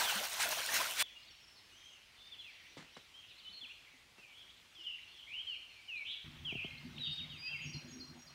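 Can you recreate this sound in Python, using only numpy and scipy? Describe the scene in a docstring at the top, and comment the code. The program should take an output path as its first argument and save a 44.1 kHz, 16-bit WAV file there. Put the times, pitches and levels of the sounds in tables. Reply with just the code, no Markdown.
"""Water surges from a spout and splashes into a pool, full of ringing bubbles, until a hard cut.
Then comes a quiet clearing in a wood: songbirds whistle and buzz, their song echoes off the trunks,
and leaves crunch nearby. Last is a footbridge, with a low lumpy rumble, three dull thumps and a soft
rush of water; the birds sing on, and a small one repeats four falling notes."""
import sys
import numpy as np
from scipy import signal
from scipy.fft import rfft, irfft, next_fast_len
from scipy.io import wavfile
from scipy.ndimage import uniform_filter1d, map_coordinates

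SR = 44100
rng = np.random.default_rng(int(sys.argv[2]) if len(sys.argv) > 2 else 0)


def master(y):
    """Save y as 16-bit WAV."""
    cut = np.clip(np.atleast_2d(y).T, -1, 1)
    pcm = np.round(cut * 32767)  # scale
    wavfile.write(sys.argv[1], SR, pcm.astype(np.int16))


N = 367794
TIME = np.arange(N) / SR
POOL_END_S, BRIDGE_START_S = 1.027, 6.245
STREAM_DB = -44  # the steady flow between surges


def pool():
    """Falling water roars, gurgles and sprays: each is noise plus bubbles, swelling with the flow."""
    # tone colour of the roar, the gurgle and the spray: f/Hz, relative level/dB
    plunge_colour = [(40, -28), (150, -25), (400, -24), (800, -13), (1000, -5.5), (1200, -8), (1500, 0.5),
                     (2100, -5.5), (4000, -9), (6000, -17), (9000, -48), (16000, -120)]
    gurgle_colour = [(150, -15.5), (350, -11.5), (500, -4.5), (650, 2), (850, -3), (1200, -24),
                     (3000, -120)]
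    spray_colour = [(1180, -25), (2000, -2), (3310, -1), (4900, -5.5), (5730, -2), (7700, -9), (9010, -5.5),
                    (10500, -11), (15100, -9.5), (16000, -14)]
    spray_db = flow()
    # the roar swings less than the spray; the gurgle swings more and comes late
    plunge_db = STREAM_DB - 2 + 0.93 * (spray_db - STREAM_DB) + 2 * wobble(18.7)
    late_db = np.interp(TIME - 0.046, TIME, spray_db)
    gurgle_db = STREAM_DB - 12.5 + 1.24 * (late_db - STREAM_DB) + 2.7 * wobble(25.4)
    plunge = 0.8 * rush(plunge_colour, patchy_db=4.5)
    plunge += 0.45 * bubbles(centre_hz=1620, spread=0.4, cycles=7.6, size_db=3, count=800)
    gurgle = 0.63 * rush(gurgle_colour, patchy_db=-0.5)
    gurgle += 0.55 * bubbles(centre_hz=684, spread=0.21, cycles=15, size_db=4, count=150)
    spray = 0.93 * rush(spray_colour, patchy_db=2.7)
    spray += 0.38 * bubbles(centre_hz=8000, spread=0.51, cycles=6, size_db=5.5, count=700)
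    flicker = amp(1.3 * wobble(40.27))
    water = flicker * (amp(plunge_db) * plunge + amp(gurgle_db) * gurgle + amp(spray_db) * spray)
    return (water + gulps() + droplets()) * (TIME < POOL_END_S)


def flow():
    """The jet's strength in dB: a steady stream plus surges that rise fast, drop and drain away."""
    # the top of each surge: t/s, level/dB
    surges = [(0, -36), (.09, -40.5), (.15, -42), (.408, -35), (.52, -40.5), (.685, -44), (0.747, -34.5),
              (.81, -42), (1.003, -33)]
    rise_s, hold_s, drop_s, drain_s = 0.019, 0.018, 0.032, 0.13
    top_s, db = np.transpose(surges)[:, :, None]
    t = TIME[:round(POOL_END_S * SR)] - top_s
    after = np.maximum(t - hold_s, 0)
    fall = (np.exp(-after / drop_s) + amp(-1) * np.exp(-after / drain_s)) / (1 + amp(-1))
    shape = np.where(t < 0, np.exp(np.minimum(t, 0) / rise_s), fall)
    strength = np.sqrt(amp(STREAM_DB) ** 2 + ((amp(db) * shape) ** 2).sum(axis=0))
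    return np.pad(20 * np.log10(strength), (0, N - len(strength)), "edge")


def bubbles(centre_hz, spread, cycles, size_db, count):
    """A swarm of small bubbles, each a short fading tone that rises in pitch."""
    draw, t = rng.standard_normal((count, 2)), TIME[:1200]
    hz = centre_hz * np.exp(spread * np.clip(draw[:, :1], -1.5, 2))
    age = t * hz / cycles  # at age 1 the ring has dropped about 26 dB
    size = amp(size_db * np.minimum(rng.exponential(size=(count, 1)), 3))
    level = size * np.exp(-3 * age) * (1 - np.exp(-25 * age))
    rings = level * np.sin(2 * np.pi * hz * t * (1 + 0.15 * age))
    at = (rng.random((count, 1)) * POOL_END_S * SR).astype(int) + np.arange(len(t))
    track = np.bincount(at.ravel(), rings.ravel(), N)
    return track / np.sqrt(np.mean(track[:round(POOL_END_S * SR)] ** 2))


def gulps():
    """Single large bubbles ring, rising in pitch as they near the surface."""
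    # large bubbles: t/s, level/dB, f/Hz, fade time/s
    big_bubbles = [(.008, -22.5, 1500, 0.027), (.078, -27, 1470, 0.026), (.124, -17.5, 800, 0.012),
                   (.155, -38, 198, 0.12), (.399, -20, 790, 0.014), (.503, -40, 608, 0.2),
                   (.528, -23, 900, 0.017), (.57, -30.5, 660, 0.03), (.605, -20, 2900, 0.0079),
                   (.689, -30.5, 1760, 0.058), (.764, -24.5, 1440, 0.033), (.802, -29.5, 987, 0.066),
                   (.815, -23, 1210, 0.018)]
    track, t = np.zeros(N), TIME[:SR // 5]
    for start, db, hz, fade_s in big_bubbles:
        tone = np.sin(2 * np.pi * hz * t * (1 + 0.11 * t / fade_s))
        add(track, start, strike(t, db, fade_s, rise_s=2.1 / hz) * tone)
    return track


def droplets():
    """A landing droplet ticks: a very short high tone mixed with noise."""
    # droplet ticks: t/s, level/dB, f/Hz
    drops = [(0.117, -45, 9100), (0.155, -29, 8700), (0.202, -37, 8200), (0.253, -37, 8730),
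             (0.2973, -36, 8600), (0.3404, -34, 9100), (0.4908, -28, 13600), (0.5162, -32, 7040),
             (0.663, -28.5, 8670), (0.6828, -53, 7100), (0.7203, -33, 11400), (0.743, -25, 8800),
             (0.9105, -34, 9330), (1.006, -27, 8400)]
    track, t = np.zeros(N), TIME[:SR // 5]
    for start, db, hz in drops:
        hiss = 0.5 * np.diff(rng.normal(size=len(t) + 1))
        add(track, start, amp(db - 60 * t / 0.0073) * (np.sin(2 * np.pi * hz * t) + hiss))
    return track


def birds():
    """Gliding whistles; a fast pitch swing makes a buzz. Returns the direct part and the whole song."""
    # songbird notes: t/s, length/s, first f/Hz, middle f/Hz, last f/Hz,
    # relative level/dB, swell from first to last/dB, buzz depth/Hz
    notes = [ (0.041, 0.086, 3700, 3150, 2670, -44, -3, 3),
             (1.031, 0.086, 3530, 2930, 2290, -61.5, -27, -8), (1.15, 0.038, 2813, 2820, 2830, -57, 0, 40),
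             (1.216, .1, 4070, 4500, 4500, -68, -1, 41), (1.275, 0.045, 4350, 3500, 2800, -65, -3, 0),
             (1.299, 0.33, 5500, 5380, 5250, -69.5, 0, 120), (1.557, 0.054, 4660, 4140, 3580, -66.5, -8, 0),
             (1.701, 0.24, 6010, 6200, 6300, -70.5, 1, 150), (1.7, .08, 2550, 2950, 3270, -63.5, 7, 38),
             (1.78, 0.11, 3250, 3190, 3200, -63, 2, 44), (2.499, 0.18, 2000, 2000, 2055, -68, 0, 100),
             (1.879, 0.1, 3190, 2960, 2600, -63.5, -2, 150), (2.149, 0.2, 3560, 3560, 3560, -64.5, 6, -6),
             (2.15, .23, 4370, 4470, 4380, -73, -3, 302), (2.326, 0.033, 3540, 3140, 2450, -56, -15, 5),
             (2.39, 0.045, 3476, 3170, 2480, -54.5, -11, -3),
             (2.44, 0.081, 2790, 2470, 1990, -58.5, -11, 0), (2.508, .24, 5820, 5770, 5790, -81, 2, 0),
             (4.75, 0.11, 5110, 5330, 5400, -70, -6, 297), (1.331, 0.16, 2890, 3200, 2940, -72, -4, 150),
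             (4.477, .12, 3470, 3330, 3220, -71, -5, 300), (2.398, 0.035, 4050, 4070, 4070, -64, -1, 0),
             (2.629, .05, 2170, 2630, 3250, -61.5, -3, 0), (2.953, 0.0083, 3850, 3930, 4100, -58, -3, 0),
             (3.139, .045, 2980, 3180, 3200, -55.5, 6, 46), (3.2, .13, 3040, 3130, 2734, -61.5, 6, 250),
             (3.287, 0.063, 4250, 3630, 3280, -63.5, -8, 0), (3.375, 0.027, 3850, 4290, 4640, -63, -2, 60),
             (3.395, 0.023, 3880, 3350, 2880, -60.5, 2, 0), (3.435, .045, 4260, 3720, 3440, -60.5, -4, -2),
             (3.449, 0.042, 2950, 3010, 3030, -53.5, 0, -3), (3.485, .022, 3030, 3500, 4370, -58, -2, -2),
             (3.526, .07, 4440, 4270, 4230, -55.5, -1, 112), (3.612, .05, 3504, 3106, 2250, -52.5, -12, -2),
             (3.69, 0.045, 2320, 2800, 2860, -56, -10, -4),
             (3.785, 0.17, 2520, 2300, 2137, -70.5, 14, 102.5), (4.178, .17, 2776, 2410, 2180, -63, -3, 0),
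             (4.224, 0.083, 3000, 3095, 3190, -65, -1, 252), (4.328, 0.11, 3100, 3386, 3240, -59, 2, 152.5),
             (4.753, 0.12, 3480, 2914, 2880, -55.5, 2, 7), (4.836, 0.029, 3620, 3300, 2970, -52, 9, 0),
             (4.865, 0.094, 2970, 2877, 2736, -47.5, -8, 101),
             (4.941, 0.072, 2500, 2340, 2220, -62.5, -3, 202), (5.028, .03, 2690, 3030, 3430, -60, 16, 0),
             (5.08, .025, 4280, 4180, 4120, -64.5, 0, 60), (5.112, 0.13, 3540, 3370, 3140, -59.5, 8, 154),
             (5.268, 0.092, 2170, 2420, 2770, -54, 6, 100), (5.335, 0.085, 2780, 2974, 3274, -46, -1, 103),
             (5.468, 0.071, 3250, 2975, 2744, -44.5, -0.5, 1),
             (5.54, 0.035, 2740, 2647, 2480, -53.5, -9, 216), (5.485, 0.12, 4340, 4330, 4270, -70, -8, 0),
             (5.699, 0.13, 2790, 2400, 2280, -62.5, -7, 1), (5.695, 0.11, 4300, 4260, 4350, -70, -9, -3),
             (5.883, .043, 3050, 2790, 2620, -50, -4, 0), (5.92, .12, 2650, 2374, 2206, -49, -7, 5),
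             (5.958, .035, 3850, 4060, 4160, -60.5, 5, 64), (6.05, 0.062, 2720, 3310, 3625, -46.5, 3, 367),
             (6.108, 0.044, 3627, 3486, 3170, -47, -3, 428), (6.451, .08, 3350, 2860, 2215, -44.5, -6, -9),
             (6.547, 0.12, 3050, 2523, 3350, -47.5, 0.5, 129.5), (6.6, .23, 2165, 2133, 2123, -61, 1, -8),
             (6.692, 0.014, 3870, 4020, 4240, -61, 16, 0), (6.775, 0.014, 3880, 4175, 4450, -59.5, -3, 0),
             (6.96, 0.03, 3650, 3640, 3600, -58, 2, 60), (6.981, 0.0087, 2510, 3260, 3870, -47.5, -8, 3),
             (6.989, 0.048, 3980, 3853, 3780, -48.5, 6, 59),
             (7.03, 0.23, 3720, 3698, 3736, -48.5, -10.5, 4),
             (7.033, .055, 4550, 4660, 4630, -59.5, -2, 60), (7.04, 0.08, 3600, 3250, 3280, -48.5, 1, 350),
             (7.095, 0.075, 4500, 4520, 4300, -59.5, -7, 446), (7.123, .025, 8300, 8100, 7900, -70, 8, 0),
             (7.182, 0.039, 3660, 2950, 2270, -53.5, -18, 0), (7.22, 0.062, 2280, 2265, 2250, -63, -8, 60),
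             (5.936, .025, 3300, 3480, 3600, -64, 0, 0), (7.33, 0.046, 6580, 6580, 6570, -79, 0, 30),
             (7.3, 0.086, 3330, 2800, 2410, -57, -15, 3), (7.379, 0.11, 4790, 4840, 4830, -53, 19, -6),
             (7.425, .08, 2480, 2573, 2760, -49.5, 3, -2), (7.504, 0.062, 2740, 2696, 2750, -49, 7, 0),
             (7.464, 0.082, 2900, 3235, 2890, -56.5, 6, 0), (7.536, 0.044, 2700, 2213, 2200, -52, -11, -2),
             (7.588, .11, 2448, 2880, 2600, -53.5, -6, 350.5), ]
    # the small bird's four notes: same columns, t counted from the start of the phrase
    phrase = [(0, 0.074, 6670, 6560, 6450, -61.5, 5, 30), (.045, 0.062, 5570, 5660, 5550, -57.5, -8, 6),
              (.113, .02, 4810, 4815, 4810, -56.5, 2, 0.5), (.122, 0.044, 4296, 4214, 4200, -55.5, -3, 26)]
    # each time it sings them: t/s, gain/dB
    repeats = [(7.617, 1.5), (7.883, -1), (8.154, -6)]
    held_hz_per_s, arch_db = 700, 2  # a slower glide counts as held; notes arch up in the middle
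    direct, song = np.zeros(N), np.zeros(N)
    flutter, waver = wobble(60), wobble(110)
    small_bird = [(start + delay, *shape, db + gain_db, swell, buzz)
                  for start, gain_db in repeats for delay, *shape, db, swell, buzz in phrase]
    for start, length, first, middle, last, level_db, swell_db, depth in notes + small_bird:
        # faint notes are far: moving air blurs them and less arrives direct; held whistles stay clearer
        distance = np.clip((-47 - level_db) / 20, 0.3, 1)
        held = depth == 0 and abs(last - first) < held_hz_per_s * length
        smear = distance * (0.3 if held else 1)
        fade = min(0.012 + 0.012 * distance, length / 2)
        begin = max(start - fade / 2, POOL_END_S if start > POOL_END_S else 0)
        t = np.arange(begin, min(start + length + fade / 2, N / SR - 0.001), 1 / SR)
        place = 2 * (t - start) / length - 1  # -1 to 1 across the note
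        hz = middle + (last - first) / 2 * place + ((first + last) / 2 - middle) * place ** 2
        db = level_db + swell_db / 2 * place - arch_db * place ** 2
        buzz_hz = (55 + 0.2 * depth) * (1 + 0.042 * rng.normal())  # wider swings come faster
        swing = np.sin(2 * np.pi * buzz_hz * (t - start) + 0.018 * np.cumsum(rng.normal(size=len(t))))
        edges = np.sin(gate(t - start, length, fade) * np.pi / 2) ** 2
        pulse = 1 - np.clip(depth / 900, 0, 0.6) * swing  # a buzz is loudest at its lowest pitch
        level = np.sqrt(2) * amp(db) * edges * pulse
        span = slice(round(begin * SR), round(begin * SR) + len(t))
        blur_hz = (40 + 0.81 * depth) * smear * waver[span]
        tone = level * np.sin(2 * np.pi * np.cumsum(hz + depth * swing + blur_hz) / SR)
        add(song, begin, tone)
        add(direct, begin, tone * amp(smear * (5 * flutter[span] - 7)))
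    return direct, song


def echoes(song):
    """Trunks scatter the song: every fifth of a second gets its own fading tail."""
    # how long the wood echoes: f/Hz, fade time/s
    trunks = [(1500, 0.99), (3000, 0.7), (4500, 0.73), (6000, 0.66), (8000, 0.31)]
    track, step = np.zeros(N), SR // 5
    for at in range(0, N, step):
        hz, t, bands = signal.stft(rng.standard_normal(SR), SR, nperseg=256)
        fading = strike(t, 0, along(trunks, hz)[:, None], rise_s=0.0022)
        tail = signal.istft(bands * fading, SR, nperseg=256)[1]
        add(track, at / SR + 0.008, signal.fftconvolve(song[at:at + step], tail / np.linalg.norm(tail)))
    return track


def thumps():
    """Low knocks whose pitch sags as the contact spreads, then dry leaves settling."""
    # knocks: t/s, level/dB, f/Hz, fade time/s, rustle level/dB, rustle fade time/s
    hits = [(2.769, -36, 200, 0.022, -47.5, 0.27), (2.966, -40.5, 394, 0.025, -49, 0.1),
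            (3.49, -64.5, 186, 0.23, -83, 0.055), (3.625, -59.5, 249, 0.12, -85, .05),
            (3.935, -64.5, 259, 0.25, -85, .05), (4.18, -57, 343, 0.071, -57, 0.15),
            (4.78, -66, 336, 0.29, -87, .05), (6.525, -35, 130, 0.044, -76, 0.027),
            (6.553, -35.5, 124, 0.068, -70, .03), (6.646, -35.5, 141, 0.055, -70, 0.025)]
    # the footbridge's ringing: f/Hz, level relative to the knock/dB, fade time/s
    bridge_tones = [(400, -12, 0.056), (660, -7, 0.027)]
    # tone colour of dry leaves: f/Hz, relative level/dB
    leaf_colour = [(60, -27), (150, 7.5), (600, -1.5), (2000, -2.5), (4000, -8), (8000, -17), (13000, -40)]
    track, t = np.zeros(N), TIME[:SR // 4]
    for start, db, hz, fade_s, rustle_db, rustle_s in hits:
        sagging_hz = hz * (1 + 4 * np.exp(-t / 0.00205))
        knock = strike(t, db, fade_s, rise_s=0.0021) * np.sin(2 * np.pi * np.cumsum(sagging_hz) / SR)
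        if start > BRIDGE_START_S:
            for ring_hz, ring_db, ring_s in bridge_tones:
                knock += strike(t, db + ring_db, ring_s, rise_s=0.002) * np.sin(2 * np.pi * ring_hz * t)
        noise = rng.standard_normal(len(t))
        grains = amp(2.2 * rng.standard_normal(len(t) // 100 + 1)).repeat(100)[:len(t)]
        leaves = coloured(noise * grains, leaf_colour)
        add(track, start, knock + strike(t, rustle_db, rustle_s, rise_s=0.0032) * leaves)
    return track


def rumble():
    """At the footbridge, lumpy noise rings at a few low pitches and swells in fits."""
    # where the deck rings, three low and two upper pitches: f/Hz, width/Hz, gain/dB
    deck = [(60, 30, -3), (97, 57, 9), (145, 23, 12.5), (245.8, 30, 1), (321.6, 54, -5)]
    # swells of the rumble: t/s, length/s, low level/dB, upper level/dB
    swells = [(6.236, .14, -56.5, -61.5), (6.374, 0.15, -60, -68), (6.726, 0.1, -57.5, -64),
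              (6.839, 0.18, -54, -59), (7.027, 0.12, -56, -66.5), (7.192, 0.078, -52.5, -63),
              (7.27, 0.14, -57, -65), (7.49, 0.14, -58, -77), (7.659, 0.065, -49, -55.5),
              (7.734, 0.057, -50.5, -55.5), (7.807, 0.14, -57.5, -57.5), (7.916, 0.15, -64, -55),
              (8.08, 0.055, -57, -61), (8.116, 0.098, -69, -60.5)]
    # tone colour of the deepest part: f/Hz, relative level/dB
    deep_colour = [(25, -20), (45, -4), (80, 1), (120, -14), (300, -60)]
    first = round(BRIDGE_START_S * SR)
    start, length, low_db, upper_db = np.transpose(swells)[:, :, None]
    swelling = gate(TIME[first:] - start, length, edge_s=0.042)
    lumps = amp(2.3 * wobble(25))
    track = np.zeros(N)
    for tones, swell_db, lull_db in (deck[:3], low_db, -68), (deck[3:], upper_db, -72):
        def ring(f):
            return sum(amp(db) * 1j * f * width / (hz * hz - f * f + 1j * f * width)
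                       for hz, width, db in tones) ** 2
        level = np.maximum(amp(lull_db), (amp(swell_db) * swelling).max(axis=0))
        track[first:] += level * unit(filtered(lumps * rng.standard_normal(N), ring))[first:]
    deep_db = -60.5 - 12 * TIME[:N - first]  # dies away by 12 dB a second
    track[first:] += amp(deep_db) * rush(deep_colour, patchy_db=1.5)[first:]
    return track


def backdrop():
    """Soft noise for still air, a blur of far birds and, at the footbridge, a brook."""
    # tone colour of each: f/Hz, relative level/dB
    air_colour = [(15, -22), (25, -3.5), (82, -2), (161, -9), (384, -11), (439, -12.5), (775, -11),
                  (936, -10.5), (1160, -10), (1740, -9), (2160, -6), (3080, -7), (3340, -7.5),
                  (5280, -13.5), (16000, -29.5)]
    chorus_colour = [(1500, -24), (2000, -9), (3000, -2.5), (4500, -13), (6000, -17), (7500, -34)]
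    brook_colour = [(300, -120), (500, 0.5), (1000, 2.5), (2000, 3.5), (5000, -26), (10000, -24.5),
                    (16000, -17)]
    # loudness of the far birds: t/s, level/dB
    chorus_levels = [(1, -59.5), (1.6, -71.5), (2.1, -68.5), (2.7, -62), (3.1, -67.5), (3.9, -68.5),
                     (4.1, -82), (4.7, -68.5), (5.2, -64.5), (5.8, -68), (6.4, -63), (6.9, -62),
                     (7.4, -61.5), (7.9, -62), (8.34, -100)]
    air = amp(-64.5 + 0.4 * wobble(3.454)) * rush(air_colour, patchy_db=1.4)
    chorus = amp(np.interp(TIME, *np.transpose(chorus_levels))) * rush(chorus_colour, patchy_db=4)
    brook = amp(-67) * rush(brook_colour, patchy_db=3.5) * (TIME > BRIDGE_START_S)
    return air + chorus + brook


def amp(db):
    """Turns decibels into a gain."""
    return 10 ** (np.asarray(db) / 20)


def unit(x):
    """Scales a sound to an average strength (rms) of 1."""
    return x / np.sqrt(np.mean(x ** 2) + 1e-20)


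def along(points, hz):
    """Reads between (f/Hz, value) points on a log frequency scale."""
    f, value = np.transpose(points)
    return np.interp(np.log(hz + 1), np.log(f + 1), value)


def strike(t, db, fade_s, rise_s):
    """A level that rises quickly and dies away, losing 60 dB per fade time."""
    return amp(db - 60 * t / fade_s) * (1 - np.exp(-t / rise_s))


def gate(t, length, edge_s):
    """Slides up to 1 around t = 0 and back to 0 around t = length."""
    return np.clip(np.minimum(t, length - t) / edge_s + 0.5, 0, 1)


def wobble(rate):
    """A smooth curve through `rate` random values a second."""
    return map_coordinates(rng.standard_normal(int(N * rate / SR) + 4), [TIME * rate])


def filtered(x, response):
    """Multiplies each frequency in x by response(f)."""
    size = next_fast_len(len(x) + 8192)
    return irfft(rfft(x, size) * response(np.fft.rfftfreq(size, 1 / SR)), size)[:len(x)]


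def coloured(x, colour):
    """Gives x a tone colour, at strength 1."""
    return unit(filtered(x, lambda hz: amp(along(colour, hz))))


def rush(colour, patchy_db):
    """Coloured noise with random louder and softer patches in time and pitch."""
    bands = signal.stft(rng.standard_normal(N), nperseg=512)[2]
    patches = uniform_filter1d(rng.standard_normal(bands.shape), size=6, axis=0)
    patches = uniform_filter1d(patches, size=8, axis=1)
    noise = signal.istft(bands * amp(patchy_db * unit(patches)), nperseg=512)[1][:N]
    return coloured(noise, colour)


def add(track, start, sound):
    """Mixes a sound in at `start` seconds."""
    part = track[round(start * SR):][:len(sound)]
    part += sound[:len(part)]


def scene():
    """All sources in one channel; the song comes partly direct, partly off the trunks."""
    direct, song = birds()
    return (pool() + amp(4.5) * direct + amp(-3.5) * echoes(song) + thumps() + rumble() + backdrop())[None]


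def record(dry):
    """The microphone drops the deepest bass, and the highest treble is cut off."""
    bass_hz, top_hz = 38, 15750
    return filtered(dry[0], lambda hz: (hz < top_hz) / np.sqrt(1 + (bass_hz / (hz + 1)) ** 12))[None]


dry = scene()
out = record(dry)
master(out)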